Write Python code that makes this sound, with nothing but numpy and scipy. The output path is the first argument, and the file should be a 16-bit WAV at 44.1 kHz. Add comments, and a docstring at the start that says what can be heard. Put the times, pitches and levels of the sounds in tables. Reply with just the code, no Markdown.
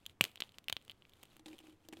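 """Dry noodle snaps and crumbs

Fingers snap a piece of dry instant noodle close to a phone, then rummage in the crumbs on a wooden table.
Each fracture is a click that rings briefly, mostly near 3 kHz, and sheds a noise burst of splinters.
Damped sines are thuds of the hands; touches on the heap are scrapes with a low hollow ring.
Random ticks and pings make the rustle; a small quiet room adds a faint tail, low rumble and hiss."""
import sys
import numpy as np
from scipy import signal
from scipy.fft import rfft, irfft
from scipy.io import wavfile

SR = 44100
rng = np.random.default_rng(int(sys.argv[2]) if len(sys.argv) > 2 else 0)


def pcm_store(signal):
    """Save signal as 16-bit PCM."""
    levels = np.round(np.clip(np.atleast_2d(signal), -1, 1) * 32767)
    wavfile.write(sys.argv[1], SR, levels.astype(np.int16).T)


N = 88200  # 2 s
T = np.arange(N) / SR  # s
HZ = np.maximum(np.arange(N // 2 + 1) * SR / N, 1e-3)  # kept above zero for the logarithm


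def undb(db):
    """Decibels to gain."""
    return 10 ** (np.asarray(db) / 20)


def unit(x):
    """Scale to a peak of one."""
    return x / np.abs(x).max()


def colour(x, points):
    """Minimum-phase filter of unit power through (f/Hz, level/dB) points."""
    hz, db = np.array(points, float).T
    gain = undb(np.interp(np.log(HZ), np.log(hz), db))
    gain = gain / np.sqrt(np.mean(gain ** 2))
    # Folding the cepstrum onto positive times makes the filter causal
    cepstrum = irfft(np.log(gain), N)
    cepstrum[1:N // 2] *= 2
    cepstrum[N // 2 + 1:] = 0
    impulse = irfft(np.exp(rfft(cepstrum)), N)[:N // 10]
    return signal.fftconvolve(x, impulse)[:N]


def lowpass(x, hz, order):
    """Butterworth low-pass."""
    return signal.sosfilt(signal.butter(order, hz, fs=SR, output="sos"), x)


def resonate(x, hz, q):
    """One resonance, gain 1 at its centre."""
    return signal.lfilter(*signal.iirpeak(hz, q, fs=SR), x)


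def add(out, s, x):
    """Mix a sound in at a time in seconds."""
    i = int(round(s * SR))
    out[i:i + len(x)] += x[:N - i]


def burst(decay_s, spread, size):
    """A quickly swelling, then dying run of uneven micro-cracks with a steady total energy."""
    t = T[:size]
    noise, sizes = rng.standard_normal((2, size))
    fade = np.exp(-t / decay_s)
    rise = 1 - np.exp(-t / (0.12 * decay_s))
    cracks = noise * np.exp(spread * sizes) * fade * rise
    return cracks * np.sqrt(np.sum(fade ** 2) / np.sum(cracks ** 2)) / 2


# Spectrum of the room's rumble and hiss: f/Hz, relative level/dB per Hz
FLOOR_SPECTRUM = [(20, -1), (40, -10), (70, -3.5), (100, 0), (140, -5.5), (300, -7.5), (600, -16.5),
                  (1200, -19.5), (3000, -29), (4400, -34), (5500, -33.5), (13000, -41), (16000, -45.5)]
FLOOR_DB, FLOOR_SIDE_DB = -70.5, -19.5  # side is relative to mid


def room_floor():
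    """Low rumble and hiss: shaped noise in the middle, plus a weaker one in opposite phase left and right."""
    mid = undb(FLOOR_DB) * colour(rng.standard_normal(N), FLOOR_SPECTRUM)
    side = undb(FLOOR_DB) * colour(rng.standard_normal(N), FLOOR_SPECTRUM)
    return mid + undb(FLOOR_SIDE_DB) * side * np.array([[1], [-1]])


# Spectrum of the room's tail: f/Hz, relative level/dB
ROOM_SPECTRUM = [(100, -3), (500, -6.5), (2000, 2.5), (3000, 1.5), (4300, 0), (5500, -1), (7500, -0.5),
                 (15000, 6)]
ROOM_DB, ROOM_T60_S, ROOM_DELAY_S = -24.5, 0.31, 0.0026


def room(x):
    """A weak, short diffuse tail: the sound convolved with dying noise."""
    decay = np.exp(-np.log(1000) * T / ROOM_T60_S)  # 60 dB down after the T60
    tail = rng.standard_normal(N) * decay * (T > ROOM_DELAY_S)
    tail = colour(tail / np.sqrt(np.sum(tail ** 2)), ROOM_SPECTRUM)
    return undb(ROOM_DB) * signal.fftconvolve(x, tail)[:N]


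# Loudness of the crumbs rubbing between the fingers: t/s, level/dB
RUSTLE_LEVEL = [(0, -77.5), (.07, -80), (.11, -68.5), (.14, -87), (.208, -100), (.222, -54.5), (.26, -58),
                (.31, -73), (.40, -78.5), (.435, -63.5), (.48, -73), (.525, -82), (.548, -72), (.61, -86),
                (.90, -77.5), (.98, -82.5), (1.13, -77), (1.20, -71.5), (1.245, -73), (1.29, -74.5),
                (1.33, -69.5), (1.44, -87.5), (1.48, -64), (1.60, -72), (1.70, -70.5), (1.78, -85.5),
                (1.85, -75), (1.91, -83.5), (1.94, -74.5), (2, -67)]
# Spectrum of the dry crumb ticks: f/Hz, relative level/dB
TICK_SPECTRUM = [(150, -4), (400, 5.5), (1000, 2), (1800, -3), (3000, 1), (4300, -3.5), (5500, -9),
                 (7500, -7.5), (13000, -11), (16000, -18.5)]
TICKS_PER_S, PINGS_PER_S = 3000, 260  # average rates
PING_DB, PING_SPREAD_DB = 5, 6  # relative to the ticks
PING_HZ, PING_SPREAD_OCTAVES, PING_FADE_CYCLES = 3015, 0.335, 3


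def rustle(size=512):
    """Crumbs between the fingers: dense dry ticks, and loose bits that each ping at their own pitch."""
    ticks = (rng.random(N) < TICKS_PER_S / SR) * rng.standard_normal(N)
    ticks = colour(ticks / ticks.std(), TICK_SPECTRUM)
    pings = np.zeros(N)
    starts = np.flatnonzero(rng.random(N) < PINGS_PER_S / SR)
    variations = np.clip(rng.standard_normal((len(starts), 2)), -2, 2)
    for i, (pitch, strength) in zip(starts, variations):
        cycles = PING_HZ * 2 ** (PING_SPREAD_OCTAVES * pitch) * T[:size]
        envelope = np.exp(-cycles / PING_FADE_CYCLES) * (1 - np.exp(-cycles))
        ping = np.sin(2 * np.pi * cycles) * envelope
        add(pings, i / SR, undb(PING_DB + PING_SPREAD_DB * strength) * ping)
    level_db = np.interp(T, *np.array(RUSTLE_LEVEL).T)
    return (ticks + pings) * undb(level_db)


# Touches on the heap: t/s, hollow ring level/dB, scrape level/dB, crumb pitch f/Hz
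TOUCHES_ON_HEAP = [(1.358, -65, -64.5, 2400), (1.394, -54.5, -50, 3400), (1.4591, -44.5, -42, 3870),
                   (1.4643, -65.5, -46.5, 3700), (1.482, -49, -45, 3500), (1.504, -50, -65, 2600),
                   (1.5298, -48, -49, 2430), (1.544, -49, -62, 2500), (1.602, -56.5, -54, 2970),
                   (1.637, -54.5, -62, 2750), (1.669, -65.5, -52.5, 2800), (1.682, -51.5, -64.5, 2500),
                   (1.724, -56.5, -58, 3060), (1.850, -61.5, -61, 3000), (1.8865, -49.5, -50.5, 3990),
                   (1.926, -42.5, -43, 3000), (1.9338, -54.5, -43.5, 2130), (1.969, -49.5, -51, 3300),
                   (1.990, -50.5, -60, 2520)]
# Modes of the low hollow ring: f/Hz, relative level/dB, T60 t/s
HOLLOW_MODES = [(257, -11, 0.089), (316.5, 0, 0.16), (458, -14, 0.12), (511, -12, 0.056), (796, -9, 0.038)]
# Spectrum of the scrapes: f/Hz, relative level/dB
SCRAPE_SPECTRUM = [(60, -20.5), (250, 4), (500, 7.5), (1300, -3.5), (2400, 0.5), (3900, -4), (5500, -8),
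                   (7500, -5), (13000, -14.5), (16000, -23)]
HOLLOW_ATTACK_S = 0.0017
SCRAPE_DECAY_S, SCRAPE_SPREAD = 0.0034, 0.58  # spread: unevenness of the micro-cracks
CRUMB_RING_DB, CRUMB_RING_Q = 6.5, 9  # gain relative to the scrape


def touches(size=2048):
    """Fingers bump the heap: a short scrape that rings one crumb, and a low hollow ring."""
    out, scrapes = np.zeros((2, N))
    t = T[:N // 4]
    hollow = np.zeros(len(t))
    for hz, db, t60_s in HOLLOW_MODES:
        decay = np.exp(-np.log(1000) * t / t60_s)
        hollow += undb(db) * np.sin(2 * np.pi * hz * t) * decay
    hollow *= 1 - np.exp(-t / HOLLOW_ATTACK_S)
    for s, hollow_db, scrape_db, crumb_hz in TOUCHES_ON_HEAP:
        scrape = undb(scrape_db) * burst(SCRAPE_DECAY_S, SCRAPE_SPREAD, size)
        crumb = undb(CRUMB_RING_DB) * resonate(scrape, crumb_hz, CRUMB_RING_Q)
        add(out, s, undb(hollow_db) * hollow)
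        add(scrapes, s, scrape + crumb)
    return out + colour(scrapes, SCRAPE_SPECTRUM)


# The hands jerk as the piece gives way: t/s, level/dB, f/Hz, decay t/s
HAND_THUDS = [(0.098, -52.5, 80.9, 0.0098), (0.2107, -29, 165.6, 0.0039), (0.217, -40.5, 106, 0.011),
              (.241, -41.5, 399, 0.0019), (.405, -40.5, 385, 0.0011), (.422, -58, 149, 0.0027),
              (0.7286, -41.5, 86, 0.004)]


def thuds():
    """Soft knocks of the hands: heavily damped sines."""
    out, t = np.zeros(N), T[:N // 10]
    for s, db, hz, decay_s in HAND_THUDS:
        thud = np.sin(2 * np.pi * hz * t) * np.exp(-t / decay_s)
        add(out, s, undb(db) * thud)
    return out


EARLY_DB, EARLY_S = -18, 0.0022  # time at which the scatter is densest


def nearby(x, size=1024):
    """Hands, heap and table scatter the sound back within a few milliseconds."""
    t = T[:size] / EARLY_S
    echo = rng.standard_normal(size) * t * np.exp(-t)
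    echo = echo / np.sqrt(np.sum(echo ** 2))
    return x + undb(EARLY_DB) * signal.fftconvolve(x, echo)[:N]


# Fractures: t/s, level/dB, ring f/Hz, ring Q, low click level/dB, splinters level/dB
# The last two levels are relative to the first
FRACTURES = [(0.0554, -46, 3230, 4.9, -18, -9.5), (.0637, -32, 3240, 10.7, -34, -2.5),
             (.0964, -46, 3250, 4.4, -18, -5.5), (0.2099, -8, 2550, 5.7, -8.5, -17),
             (0.2117, -16, 2870, 8.5, -14.5, -1.5), (0.218, -35, 2610, 5.3, -12, -12),
             (.2240, -45, 2780, 8.4, -17, -3), (0.2355, -40.5, 2900, 5.4, -22, -4),
             (0.2404, -19, 2830, 1.9, -19.5, -2), (.2514, -26, 3130, 2.7, -17, -7.5),
             (.3161, -49.5, 3320, 2, -23, -4.5), (0.3575, -37.5, 2950, 4, -29, -3.5),
             (0.3728, -42.5, 3220, 3.6, -18, -19), (0.3766, -43.5, 3300, 6.9, -6, -17),
             (0.4042, -24.5, 4000, 1.5, -15.5, -6), (0.4072, -30, 3020, 2.7, -28, -5),
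             (.4214, -20, 3140, 3.9, -12.5, -31), (.4372, -40.5, 3230, 3.7, -8, -14),
             (0.4926, -46, 3520, 3, -10, -13), (0.5201, -51.5, 3060, 3.5, -21, -3.5),
             (0.543, -52, 2970, 12, -24, -26), (0.5845, -35, 3770, 1.3, -7.5, -5.5),
             (.6420, -51, 3120, 3.6, -18, 0), (.6837, -21.5, 2850, 5.2, -17.5, -8.5),
             (.6973, -31, 3750, 4, -15, -2.5), (0.6989, -22, 3000, 1.2, -9.5, -9.5),
             (0.7257, -25.5, 2900, 5.9, -7.5, -1.5), (.7270, -19, 3330, 4.9, -20.5, -18),
             (.7670, -24, 3280, 2.5, -10.5, -16), (.8144, -50.5, 3130, 3, -11, -7.5),
             (0.8239, -56.5, 3200, 3, -14, 1), (0.8497, -60.5, 3200, 3, -15, 11),
             (0.862, -63, 3000, 2.7, -12, -5), (0.8798, -46.5, 3030, 4.7, -3.5, -4.5),
             (0.8968, -35, 3054, 11.3, -12, -10), (0.9037, -40.5, 3045, 3.2, -10, -25.5),
             (.9110, -48, 3260, 4, -22, 1), (.9170, -39.5, 3280, 2.8, -15.5, -13.5),
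             (1.0221, -47.5, 3000, 6, -9, -26), (1.0521, -47, 2530, 3.3, -16.5, -25),
             (1.095, -52.5, 3280, 4, -26, 1), (1.121, -57.5, 3370, 8, -18, -24),
             (1.1353, -47.5, 3500, 4.6, -21, -6), (1.2307, -44, 2930, 2.7, -3.5, 5),
             (1.2348, -44.5, 2980, 2.2, -0.5, 2), (1.2541, -51, 3000, 3.4, -11.5, 0.5),
             (1.3668, -51, 3000, 1.5, 0, 5.5), (1.5828, -49.5, 3100, 7.1, -19, 0),
             (1.5890, -46, 3000, 10, -24, 1.5), (1.8868, -45.5, 3940, 4.45, -12, 7),
             (1.9334, -43, 2300, 4.5, 2, -24), (1.9707, -46, 3330, 4.4, -11, -19)]
# Spectrum of the splinters: f/Hz, relative level/dB
SPLINTER_SPECTRUM = [(1500, -7.5), (4200, 0), (5500, -5.5), (7300, 1.5), (10000, -5.5), (14000, -3),
                     (16500, -9)]
SPLINTER_DECAY_S, SPLINTER_SPREAD = 0.001, 0.27  # spread: unevenness of the micro-cracks
RING_TOP_HZ, CLICK_TOP_HZ = 4670, 1450  # low-pass corners


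def snaps(size=1024):
    """Each fracture is one pulse: a short ring, a dull click and a spray of splinters."""
    out, splinters = np.zeros((2, N))
    pulse = signal.unit_impulse(size)
    click = unit(lowpass(pulse, CLICK_TOP_HZ, order=2))
    for s, db, hz, q, click_db, splinter_db in FRACTURES:
        ring = unit(lowpass(resonate(pulse, hz, q), RING_TOP_HZ, order=5))
        spray = burst(SPLINTER_DECAY_S, SPLINTER_SPREAD, size)
        add(out, s, -undb(db) * (undb(click_db) * click + ring))  # the pulse starts downwards
        add(splinters, s, undb(db + splinter_db) * spray)
    return out + colour(splinters, SPLINTER_SPECTRUM)


LOW_CUT_HZ, TOP_HZ = 83, 16200


def scene():
    """All close sources in the centre, thinned in the deep bass, over the rumble and hiss of the room."""
    near = rustle() + touches() + thuds() + nearby(snaps())
    near = signal.sosfilt(signal.butter(2, LOW_CUT_HZ, "high", fs=SR, output="sos"), near)
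    return room_floor() + room(near) + near


def record(dry):
    """The phone cuts the top with a steep elliptic low-pass."""
    return signal.sosfilt(signal.ellip(8, 0.2, 70, TOP_HZ, fs=SR, output="sos"), dry)


dry = scene()
out = record(dry)
pcm_store(out)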